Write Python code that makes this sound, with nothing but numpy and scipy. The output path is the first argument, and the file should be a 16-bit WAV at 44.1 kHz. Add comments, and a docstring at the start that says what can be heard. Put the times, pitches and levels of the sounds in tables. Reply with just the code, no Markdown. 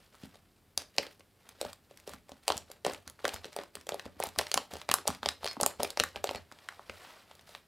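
"""Fingers poke and knead foamy slime on a table in a small quiet room, close to a nearly mono microphone.
It starts with faint crackle and a few soft pops, then single loud ones; from about 2.5 s pops come thick and fast.
Each bursting air pocket is a short swinging snap plus a hollow pock; fine foam crackles as many tiny random bursts.
Pushes thud on the table as a knock and low dying sines, and a small hard object rings faintly on two high notes.
From 6.4 s the slime is peeled off and folded with softer crackle; room echo and filtered-noise hiss run throughout."""
import sys
import numpy as np
from scipy import signal
from scipy.fft import rfft, irfft, next_fast_len
from scipy.io import wavfile
from scipy.ndimage import uniform_filter1d

SR = 44100
rng = np.random.default_rng(int(sys.argv[2]) if len(sys.argv) > 2 else 0)


def master_out(mix):
    """Clip the mix to full scale and print it as 16-bit PCM to the path in sys.argv[1]."""
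    frames = np.transpose(np.atleast_2d(mix))
    ceiling = np.clip(frames, -1, 1)
    pcm = np.round(ceiling * 32767).astype(np.int16)
    wavfile.write(sys.argv[1], SR, pcm)


N = 338247  # samples, about 7.7 s


def amp(db):
    """Turns decibels into a plain multiplier."""
    return 10 ** (np.asarray(db) / 20)


def evened(x):
    """Scales a signal to an average (RMS) strength of 1."""
    return x / np.sqrt(np.mean(x ** 2) + 1e-20)


def read(points, hz):
    """Reads a curve between its points, with pitch on a logarithmic scale."""
    point_hz, value = np.transpose(points)
    return np.interp(np.log(hz + 1), np.log(point_hz + 1), value)


def add(mix, start_s, sound):
    """Adds a sound into the mix at a given time."""
    part = mix[max(round(start_s * SR), 0):][:len(sound)]
    part += sound[:len(part)]


def coloured(x, points):
    """Filters by a curve of dB over Hz."""
    size = next_fast_len(len(x))
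    gain = amp(read(points, np.fft.rfftfreq(size, 1 / SR)))
    return irfft(rfft(x, size) * gain, size)[:len(x)]


def ringing(modes, count):
    """Struck solids ring as a sum of dying sines; t60 is the time to fall by 60 dB."""
    t = np.arange(count) / SR
    return sum(amp(db - 60 * t / t60) * np.sin(2 * np.pi * hz * t) for hz, db, t60 in modes)


def burst(hz, turns, phase, count=700):
    """A few swings that swell softly and die away; the envelope peaks at 1 after the given turns."""
    swings = np.arange(count) / SR * hz
    envelope = (swings / turns * np.exp(1 - swings / turns)) ** 2.65
    return envelope * np.sin(2 * np.pi * (swings + phase))


# Louder air pockets bursting, levels before the filters.
# Columns: start_s, snap_db, snap_hz, pock_db, pock_hz, and for thick films swings_to_peak (turns)
POPS = [(.1453, -55, 2900, -47.5, 1060), (.152, -47, 5500, -47, 1240), (.236, -42, 3000, -46, 420),
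        (.3452, -48, 3000, -45.5, 860), (.356, -44, 3500, -48, 600), (.7767, -8, 6000, -30, 690, .58),
        (0.8198, -32, 4800, -43.5, 570), (.9654, -36.5, 6360, -50, 457), (0.9835, -5, 4080, -17, 696, .66),
        (0.9968, -38.5, 4400, -28, 450), (1.0672, -33, 3360, -38.5, 450, .61),
        (1.196, -44, 4600, -50.5, 400), (1.2069, -45, 2300, -51, 536), (1.491, -31, 5950, -50, 1090),
        (1.6135, -15, 5540, -22.5, 580), (1.628, -38, 4400, -29, 517), (1.65, -29, 4600, -25.5, 655),
        (1.7312, -28.5, 6070, -43, 1030), (1.911, -44, 2900, -42, 527), (1.974, -33.5, 4840, -72, 1530),
        (2, -39, 4830, -74, 630), (2.076, -28, 5660, -31.5, 475), (2.094, -31, 6800, -37, 845),
        (2.136, -30.5, 4080, -33, 1280), (2.2934, -37, 5250, -38.5, 680), (2.3186, -37, 3400, -36.5, 640),
        (2.4804, -6, 5200, -18, 740), (2.4893, -17.5, 3600, -21.5, 745), (2.5026, -13, 2870, -11.5, 780),
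        (2.5211, -16.5, 4160, -23, 1130, .42), (2.5696, -22, 6040, -50, 1080),
        (2.578, -19, 6800, -42, 765, .77), (2.701, -47, 4470, -39.5, 517), (2.7159, -27.5, 6340, -51, 680),
        (2.8491, -15.5, 4300, -20, 547, .4), (2.8651, -16.5, 5770, -15.5, 670),
        (2.88, -30, 2700, -24.5, 460), (2.898, -27, 3700, -24, 617), (2.935, -25.5, 5000, -38, 656),
        (2.9471, -26.5, 2720, -42, 670), (3.0771, -25, 4350, -37, 1380), (3.0989, -29.5, 8050, -47.5, 1220),
        (3.1918, -47, 2880, -40, 1470), (3.2448, -25, 4060, -19.5, 490), (3.253, -12, 3260, -14.5, 1350),
        (3.2553, -40, 2700, -23, 640), (3.2796, -16, 5460, -22.5, 610), (3.292, -18.5, 3330, -49, 600),
        (3.3381, -27, 7500, -31.5, 880), (3.3424, -20.5, 6800, -35, 840), (3.362, -28, 3300, -34, 1530),
        (3.4449, -25, 2650, -41, 840), (3.4549, -32, 4500, -34.5, 420), (3.5298, -35.5, 3130, -49, 720),
        (3.5643, -21.5, 6040, -23, 680), (3.5883, -26, 2220, -26, 570), (3.6358, -32.5, 3660, -36, 900),
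        (3.7541, -22, 5770, -37, 536), (3.7699, -41, 2210, -36, 1190), (3.8121, -37, 4330, -57, 580),
        (3.869, -30, 4960, -36, 530), (3.8914, -15.5, 4760, -24.5, 690), (3.921, -27, 2500, -24, 610, .45),
        (3.9437, -26, 6440, -23, 630), (3.996, -22, 3130, -61, 680), (4.0557, -37, 4400, -36, 925),
        (4.062, -37, 2340, -33.5, 470), (4.2017, -23, 7840, -18.5, 670), (4.226, -19.5, 2480, -38, 680),
        (4.2377, -15, 8650, -19.5, 740), (4.2698, -26, 8000, -37, 580), (4.289, -29, 5530, -49, 990),
        (4.3611, -38, 3200, -33.5, 1110), (4.3877, -5.5, 5560, -32, 507), (4.3911, -10.5, 2880, -27.5, 710),
        (4.3954, -18, 3000, -18.5, 680), (4.4124, -20, 3200, -23.5, 800), (4.4688, -22, 2900, -56, 780),
        (4.516, -12, 5000, -32, 690, .43), (4.542, -5, 6000, -18.5, 880), (4.5435, -10.5, 4420, -26, 1090),
        (4.558, -49, 5400, -29, 1110), (4.5723, -25, 5700, -35, 1170), (4.576, -9.5, 3700, -13.5, 1000),
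        (4.5797, -41, 2400, -25.5, 940), (4.7121, -39, 4300, -41, 677), (4.737, -26, 6400, -31.5, 605),
        (4.755, -33, 3100, -31.5, 635), (4.7685, -27.5, 3780, -35.5, 700), (4.8158, -26.5, 3080, -50, 1130),
        (4.8905, -14.5, 3880, -16.5, 855), (4.899, -18, 2500, -34.5, 900),
        (4.9144, -7.5, 6200, -13.5, 1210), (4.9154, -9, 2830, -24, 1080),
        (4.9402, -3.5, 8300, -12, 1140, .61), (4.944, -21, 7200, -44, 980), (4.9855, -32, 4200, -27, 1170),
        (5.0548, -44, 2880, -31, 650), (5.0733, -18.5, 4100, -24.5, 606, .41),
        (5.0771, -8, 8140, -18.5, 740, .74), (5.0833, -16, 3470, -19, 820), (5.103, -26.5, 4200, -23, 1050),
        (5.1491, -28, 3150, -50, 870), (5.231, -20, 2440, -24, 890), (5.2596, -12, 3980, -16.5, 710, .4),
        (5.2883, -9, 4700, -22, 1540, .43), (5.4316, -34, 3670, -27.5, 880),
        (5.4448, -17.5, 4540, -27, 607), (5.4572, -21, 3900, -24.5, 647), (5.4642, -18, 3520, -31.5, 1020),
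        (5.4758, -18, 3740, -31, 1440, .57), (5.4844, -27, 4530, -37, 1110, .7),
        (5.5127, -25, 3300, -56, 1050), (5.5311, -31, 6400, -60, 990), (5.568, -46, 3900, -28.5, 875),
        (5.6012, -28, 2700, -20, 700), (5.6117, -10, 8400, -24, 596, .66), (5.615, -22, 8700, -22, 624),
        (5.6322, -10.5, 7400, -16.5, 810, 1.2), (5.6362, -26, 7000, -17.5, 1150, .77),
        (5.6627, -4, 7750, -14.5, 806), (5.6765, -26, 7560, -35, 795), (5.7975, -44.5, 2600, -27, 563),
        (5.802, -28, 3520, -20, 824), (5.8046, -25, 2800, -24, 585), (5.826, -34, 2780, -27, 716),
        (5.8322, -9, 7250, -18.5, 607), (5.847, -17.5, 2900, -25.5, 620), (5.85, -20, 2900, -29, 644),
        (5.8745, -31.5, 5000, -41.5, 770), (5.9045, -18.5, 4500, -48, 890), (5.9737, -15, 3440, -22, 680),
        (5.9944, -21.5, 3350, -46.5, 480), (5.9995, -2.5, 4130, -21, 770), (6.0057, -17.5, 2480, -20, 565),
        (6.0373, -11, 5300, -15.5, 1530), (6.1598, -24.5, 3180, -29.5, 590, .56),
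        (6.1653, -33, 4130, -30, 875, .48), (6.242, -13.5, 5600, -16, 660),
        (6.273, -25, 3300, -28.5, 633, .42), (6.292, -18.5, 2600, -24, 770, .53),
        (6.311, -25, 4300, -22.5, 640), (6.3486, -21.5, 2800, -28, 624), (6.3586, -24, 3530, -34, 765),
        (6.5156, -40, 3780, -36.5, 1360), (6.5232, -34.5, 3630, -40, 790), (6.588, -37.5, 2600, -61, 920),
        (6.688, -24.5, 3220, -24.5, 1540), (6.7237, -43, 2300, -40, 1160), (6.7943, -59, 2400, -32, 930),
        (6.897, -23, 2100, -31.5, 610), (7.0197, -42, 2700, -46, 870), (7.049, -41, 2900, -44, 1080),
        (7.107, -43, 3760, -47, 1040), (7.3127, -37, 2600, -43, 750), (7.3525, -42, 5400, -60, 560),
        (7.394, -42, 2750, -54, 698), (7.411, -46, 5360, -56, 830), (7.4924, -42, 4700, -44, 607),
        (7.55, -29, 2270, -38, 856)]
# Table top shaken by a pock: pitch_hz, level_db, t60_s
BOARD = [(575, -21, 0.04), (600, -36, 0.22), (930, -29, 0.02), (1323, -30, 0.02)]
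# A small hole radiates bass poorly: pitch_hz, level_db
HOLE = [(100, -13.5), (250, -10), (450, -1), (3000, 3)]
TEAR_S, FEWEST_SWINGS = .00006, 0.21  # a snap swells while the film tears
ECHO_S, ECHO_SNAP_DB, ECHO_POCK_DB, ECHO_PITCH = 0.002606, -16, -15, 0.8


def pops():
    """The film tears with a snap; the hole behind it answers with a pock that also shakes the table top."""
    snaps, pocks = np.zeros(N), np.zeros(N)
    # each of these pops is answered 2.6 ms later by a weaker echo with a lower pock
    echoes = [(s + ECHO_S, snap_db + ECHO_SNAP_DB, snap_hz, pock_db + ECHO_POCK_DB, pock_hz * ECHO_PITCH)
              for s, snap_db, snap_hz, pock_db, pock_hz, *_ in POPS]
    every = POPS + echoes + small_pops()
    chance = rng.random((len(every), 4))
    noise = rng.standard_normal((len(every), 2, 600))
    t = np.arange(600) / SR
    lead_s = .003
    swell = np.where(t < lead_s, np.exp((t - lead_s) / 0.0013), np.exp((lead_s - t) / 0.0028))
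    flap_fade = np.exp(-t / 0.0013)
    for pop, (phase, luck, *gaps), (edge, puff_noise) in zip(every, chance, noise):
        s, snap_db, snap_hz, pock_db, pock_hz, *thick = pop
        turns = max(TEAR_S * snap_hz, FEWEST_SWINGS, *thick)
        snap = burst(snap_hz, turns, phase, count=300)
        add(snaps, s, amp(snap_db) * snap)
        # the widening rim answers twice; the later the answer, the lower and weaker
        for gap in gaps:
            answer = burst(snap_hz * (1.25 - 0.59 * gap), turns + 0.24, phase=luck, count=300)
            add(snaps, s + .00012 + .0007 * gap, amp(snap_db - 5 - 4 * gap) * answer)
        # the torn edge flaps on
        flapping = np.convolve(snap, 0.063 * edge * flap_fade)
        add(snaps, s, amp(snap_db) * flapping)
        puff = np.convolve(puff_noise * swell, burst(snap_hz, turns=0.2, phase=phase, count=60))
        add(snaps, s - lead_s, amp(puff_db(snap_db)) * puff)
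        add(pocks, s, amp(pock_db) * burst(pock_hz, turns=0.72, phase=0.36 + 0.17 * luck))
    snaps, pocks = coloured(snaps, HOLE), coloured(pocks, HOLE)
    board = ringing(BOARD, count=5000) * 2 * np.pi * 600 / SR
    return snaps + pocks + signal.oaconvolve(pocks, board)[:N]


def puff_db(snap_db):
    """A soft puff of noise swells and fades around each pop; it grows less than the snap does."""
    return .6 * snap_db - 33.5


SMALL_POPS = 200
# highest levels over the crackle level, and how far below they scatter
SMALL_SNAP_DB, SMALL_POCK_DB, SMALL_SPREAD_DB = 11.5, 9.5, 11
PEEL_POP_DB = -10  # peeling pops less than squeezing


def small_pops():
    """Lesser pockets burst at random moments, as loud as the kneading is hard."""
    when, snap_luck, pock_luck, snap_pitch, pock_pitch = rng.random((SMALL_POPS, 5)).T
    s = when * N / SR
    times, level_db, _ = kneading()
    db = np.interp(s, times, level_db) + PEEL_POP_DB * (s > PEELING[0][0])
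    snap_db = db + SMALL_SNAP_DB - SMALL_SPREAD_DB * snap_luck
    pock_db = db + SMALL_POCK_DB - SMALL_SPREAD_DB * pock_luck
    snap_hz = 2400 * (7500 / 2400) ** snap_pitch
    pock_hz = 503 * (1300 / 503) ** (pock_pitch ** 2)  # low pocks are likelier
    return list(zip(s, snap_db, snap_hz, pock_db, pock_hz))


# Colour of the fine foam crackle: pitch_hz, level_db (per Hz)
CRACKLE = [(120, -36), (200, -6), (250, -21), (349, -3.5), (376, -15.5), (633, 0), (5170, -8), (6300, -13),
           (13900, -22), (17000, -34)]
CRACKLES_PER_S, CRACKLE_SPREAD_DB = 9700, 3.5
PEEL_GRAIN = .45  # share of unevenness left while peeling, whose crackle is more even


def crackle():
    """Tiny cells burst at random, in clumps; pitch and size differ from cell to cell."""
    times, level_db, tilt_db = kneading()
    t, out = np.arange(N) / SR, np.zeros(N)
    uneven = np.where(t > PEELING[0][0], PEEL_GRAIN, 1)
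    drift = evened(uniform_filter1d(rng.standard_normal(N), 300))
    clumps = amp(2.5 * uneven * drift)
    spread = uneven * np.minimum(rng.exponential(1, N), 5) + 2 * (1 - uneven)
    bursting = rng.random(N) < CRACKLES_PER_S / SR
    size = amp(CRACKLE_SPREAD_DB * spread) * bursting
    pitches = np.geomspace(350, 15000, 20)
    cell = rng.integers(0, len(pitches), N)
    tilt = np.interp(t, times, tilt_db)
    for k, hz in enumerate(pitches):
        grain = burst(hz, turns=1.0, phase=rng.random())
        # pitches are spaced by ratio, so higher ones each cover more Hz
        grain *= amp(read(CRACKLE, hz)) * np.sqrt(hz) / np.linalg.norm(grain)
        brightness = amp(tilt * np.log2(hz / 4000) / 3)
        hits = size * clumps * (cell == k) * brightness
        out += signal.oaconvolve(hits, grain)[:N]
    return evened(out) * amp(np.interp(t, times, level_db))


# Fingers squeezing the foam; start_s is when the rise is complete.
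# Columns: start_s, hold_s, crackle_db, tilt_db (dull to bright, over three octaves)
PRESSES = [(0, 0.065, -65.5, 5.5), (0.127, .05, -64.5, 2.5), (.19, .03, -64, 6), (.225, .03, -56, 3.5),
           (0.324, 0.046, -64.5, 0.5), (.787, .02, -50.5, 1.5), (0.942, 0.024, -60, 7),
           (0.982, 0.065, -49.5, 2.5), (1.086, 0.036, -60.5, 3.5), (1.4, .05, -68, -2),
           (1.46, .05, -61, -1), (1.557, 0.048, -62, 5.5), (1.611, 0.083, -50, 1.5), (1.904, .12, -66, 2),
           (2.07, 0.068, -53, 2.5), (2.29, 0.027, -61.5, -0.5), (2.358, 0.033, -67.5, -0.5),
           (2.43, 0.03, -60, 6.5), (2.479, 0.086, -48.5, -2.5), (2.685, .06, -63, -3),
           (2.858, .05, -44, -6), (2.932, 0.024, -53.5, 2.5), (3.064, 0.04, -62, -4.5),
           (3.194, 0.033, -60.5, -1.5), (3.244, .06, -47, -1), (3.324, 0.026, -47, 0),
           (3.433, 0.045, -57, -0.5), (3.523, 0.016, -55.5, 4), (3.566, 0.044, -51, -6.5),
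           (3.741, .08, -61, 1.5), (3.891, 0.05, -51, -5.5), (3.981, 0.044, -57, -0.5),
           (4.046, 0.021, -56, -6.5), (4.16, .03, -65, -4), (4.201, 0.064, -47, -0.5), (4.34, .03, -62, 0),
           (4.385, .05, -44.5, 4), (4.462, 0.033, -55, 3), (4.523, 0.11, -54.5, 3.5),
           (4.711, 0.087, -50.5, 1), (4.891, 0.096, -49.5, -3.5), (5.07, 0.056, -48.5, 1.5),
           (5.231, 0.077, -50.5, 0), (5.419, .1, -50, -1), (5.602, 0.097, -49, 2.5),
           (5.797, 0.071, -47, -1.5), (5.885, .03, -55.5, 2.5), (5.974, 0.11, -53, 4.5),
           (6.15, 0.023, -53, -3.5), (6.243, 0.062, -49, 2), (6.335, 0.025, -49, -3.5),
           (7.475, 0.089, -56.5, 3.5)]
# The sheet of slime is peeled off the table and folded: time_s, crackle_db
PEELING = [(6.4, -83), (6.47, -72), (6.53, -64.5), (6.7, -58.5), (6.85, -61), (6.95, -55), (7.06, -52.5),
           (7.2, -57), (7.26, -65), (7.31, -59), (7.37, -65), (7.44, -66.5), (7.67, -76)]
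ATTACK_S, RELEASE_DB_PER_S = 0.018, 261
SETTLING_DB, SETTLING_TILT_DB = -75, 5  # the foam never stops fizzing faintly


def kneading():
    """Crackle level and tilt in dB: each press rises, holds and dies away; peeling runs under them."""
    t = np.arange(0, N + 64, 64) / SR
    start, hold, db, tilt_db = np.transpose(PRESSES)[:, :, None]
    rise = np.clip((t - start) / ATTACK_S + 1, 0, 1) ** 4
    fall_db = RELEASE_DB_PER_S * np.maximum(t - start - hold, 0)
    power = amp(2 * (db - fall_db)) * rise  # doubled dB gives power
    peeling = amp(2 * np.interp(t, *np.transpose(PEELING), left=-100))
    settling = amp(2 * SETTLING_DB)
    total = power.sum(0) + peeling + settling
    tilt = ((power * tilt_db).sum(0) + settling * SETTLING_TILT_DB) / total
    return t, 10 * np.log10(total), tilt


# Fingertips pushing through to the table: start_s, knock_db, boom_db
THUDS = [(.234, -38, -54), (.776, -47.5, -54.5), (.984, -41, -60.5), (1.611, -44, -53), (1.654, -44, -49),
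         (2.077, -50, -62.5), (2.107, -52, -54), (2.14, -45.5, -53), (2.318, -45.5, -59),
         (2.502, -41.5, -50.5), (2.556, -43, -47), (2.864, -35, -63), (2.927, -50, -52.5),
         (3.069, -50.5, -50), (3.25, -44, -52), (3.297, -53, -58), (3.339, -47, -48.5), (3.453, -49, -66),
         (3.585, -44.5, -65), (3.768, -46, -55.5), (3.92, -45, -57), (4.057, -40, -49), (4.166, -49, -60),
         (4.199, -46, -55), (4.269, -49, -48), (4.376, -40.5, -44), (4.559, -36, -50.5),
         (4.731, -38.5, -47), (4.894, -37, -44.5), (5.091, -30, -42.5), (5.124, -50.5, -53),
         (5.231, -43, -55), (5.268, -38.5, -46), (5.436, -49, -49), (5.572, -36, -58.5),
         (5.625, -31.5, -50), (5.795, -39, -46.5), (5.829, -41.5, -59), (6.005, -37, -44.5),
         (6.039, -57, -55), (6.163, -46.5, -47), (6.287, -48, -50), (6.351, -42.5, -47.5),
         (6.521, -51, -71), (6.894, -45.5, -48)]
# Low notes of the table, at their strongest: pitch_hz, level_db, t60_s
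TABLE_MODES = [(79.4, 2.5, 0.23), (94.8, -4.5, 0.27), (130, -11.5, 0.3)]


def thuds():
    """A blunt knock of the fingertips; the table booms after it in its low modes."""
    out, t = np.zeros(N), np.arange(12000) / SR
    swell = 1 - np.exp(-t / 0.0027)
    chances = rng.random((len(THUDS), 2 + len(TABLE_MODES)))
    for (s, knock_db, boom_db), (spot, phase, *lucks) in zip(THUDS, chances):
        knock_hz = 185 + (265 - 185) * spot  # varies with the spot hit
        add(out, s, amp(knock_db) * burst(knock_hz, turns=0.8, phase=phase, count=3000))
        # each spot moves the modes differently
        modes = [(hz, db - 7.3 * luck, t60) for (hz, db, t60), luck in zip(TABLE_MODES, lucks)]
        add(out, s, amp(boom_db) * ringing(modes, count=12000) * swell)
    return out


# The small hard object is jolted: start_s, lower_mode_db, upper_over_lower_db, length_s
JOLTS = [(3.338, -54, 6, .07), (4.575, -54, 0, .04), (5.476, -39.5, 1.5, .07), (5.664, -47, -6, .04),
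         (5.71, -58, -12, .075), (6.02, -54, 4, .03), (6.358, -47, -12, .035)]
OBJECT_HZ = (4342, 5103)  # lower and upper mode


def jolts():
    """Two thin high modes ring unevenly while the object chatters on the table, then it is damped."""
    out = np.zeros(N)
    chatter = uniform_filter1d(rng.standard_normal((len(JOLTS), 2, 4000)), 200, axis=2)
    for (s, db, upper_db, length), shake in zip(JOLTS, chatter):
        t = np.arange(min(round(length * SR), 4000)) / SR
        modes = amp([[db], [db + upper_db]]) * np.sin(2 * np.pi * np.outer(OBJECT_HZ, t))
        uneven = 1 + 0.35 * evened(shake)[:, :len(t)]
        fade = signal.windows.tukey(len(t), .6) * amp(-12 * t / length)
        add(out, s, (modes * uneven).sum(0) * fade)
    return out


# How long the room rings: pitch_hz, t60_s
ROOM = [(200, .3), (530, 0.24), (1400, 0.18), (3700, 0.25), (9700, 0.21), (16000, 0.053)]


def tail():
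    """Sparse taps of random sign, each band dying at its own speed; energy 1."""
    taps = np.zeros(SR // 2)
    at = np.arange(60, len(taps) - 12, 12)
    taps[at + rng.integers(0, 12, len(at))] = rng.choice([-1., 1.], len(at))
    hz, t, bands = signal.stft(taps, SR, nperseg=128)
    t60 = read(ROOM, hz)[:, None]
    dying = bands * amp(-60 * t / t60) / np.sqrt(t60)
    out = signal.istft(dying, SR, nperseg=128)[1]
    return out / np.linalg.norm(out)


# Reflections off hands, table and walls: delay_ms, level_db
BOUNCES = [(1.5, -26.5), (2.6, -40.5), (4.6, -21), (7.5, -39)]
# Colour of the tail, against the direct sound: pitch_hz, level_db
ROOM_COLOUR = [(200, -4), (600, -11.5), (2000, -9), (5000, -13.5), (10000, -14.5), (16000, -7)]
# Filter on the tail's side signal: pitch_hz, level_db
ROOM_SIDE = [(80, -9), (180, -17.5), (300, -6), (400, 2.5), (480, -13.5), (2000, -24), (8000, -12),
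             (15000, -28.5)]


def room(x):
    """Near bounces and a diffuse tail, as mid and side; three tails take turns so that pops ring differently."""
    early = np.zeros(600)
    for ms, db in BOUNCES:
        early[round(ms * SR / 1000)] = amp(db)
    turn = np.arange(N) / SR * 2 * np.pi * 5.3
    shares = [np.sqrt(2 / 3) * np.cos(turn + 2 * np.pi * k / 3) for k in range(3)]

    def diffuse():
        """Echo through three fresh tails, each fed by its changing share of the sound."""
        return coloured(sum(signal.oaconvolve(x * share, tail())[:N] for share in shares), ROOM_COLOUR)

    mid, side = diffuse(), diffuse()
    return mid + signal.oaconvolve(x, early)[:N], coloured(side, ROOM_SIDE)


# Colour of room and microphone hiss: pitch_hz, level_db (per Hz)
AIR = [(12, -46), (20, -19.5), (44, -4.5), (58, -18), (92, -8), (109, -15.5), (129, -15), (197, -14.5),
       (300, -19), (387, -19), (543, -23), (929, -26.5), (14800, -38.5), (17000, -56)]
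# Side of the hiss against its mid: pitch_hz, level_db
AIR_SIDE = [(60, -13.5), (110, -17.5), (200, -16), (380, -9.5), (700, -20.5), (1290, -16.5), (2380, -35),
            (4400, -28.5), (8120, -17), (15000, -16)]
AIR_DB = -66.5  # RMS of the mid, before the microphone's colour


def air():
    """Steady hiss and rumble of the quiet room, made of filtered noise, as mid and side."""
    mid, side = (coloured(white, AIR) for white in rng.standard_normal((2, N)))
    gain = amp(AIR_DB) / np.std(mid)
    return gain * mid, gain * coloured(side, AIR_SIDE)


# Direct sound in the side signal: pitch_hz, level_db
PORTS = [(80, -11.5), (180, -20), (300, -14), (400, -22.5), (480, -32), (2000, -33.5), (8000, -20),
         (14000, -22)]


def scene():
    """Adds the slime sounds, their echo and the hiss, then turns mid and side into two channels."""
    slime = pops() + crackle() + thuds() + jolts()
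    (wet, wet_side), (hiss, hiss_side) = room(slime), air()
    # the two microphone ports differ in phase, not in level: a quarter-turn shift goes into the side
    skew = signal.hilbert(slime, next_fast_len(N)).imag[:N]
    mid = slime + wet + hiss
    side = wet_side + hiss_side + coloured(skew, PORTS)
    return np.array([mid + side, mid - side])


# Colour of the microphone: pitch_hz, level_db
MIC = [(20, -26), (40, -6.5), (70, 1), (3000, -2), (4800, -1.5), (6200, -4.5), (8000, -1.5), (12000, 0),
       (15000, 0.5), (17000, -9)]
EDGE_HZ = 16600  # upper band limit


def record(dry):
    """Colour of the microphone, then the band limit."""
    heard = np.array([coloured(x, MIC) for x in dry])
    low_pass = signal.firwin(255, EDGE_HZ, window=("kaiser", 9), fs=SR)
    return signal.oaconvolve(heard, low_pass[None], "same")


dry = scene()
out = record(dry)
master_out(out)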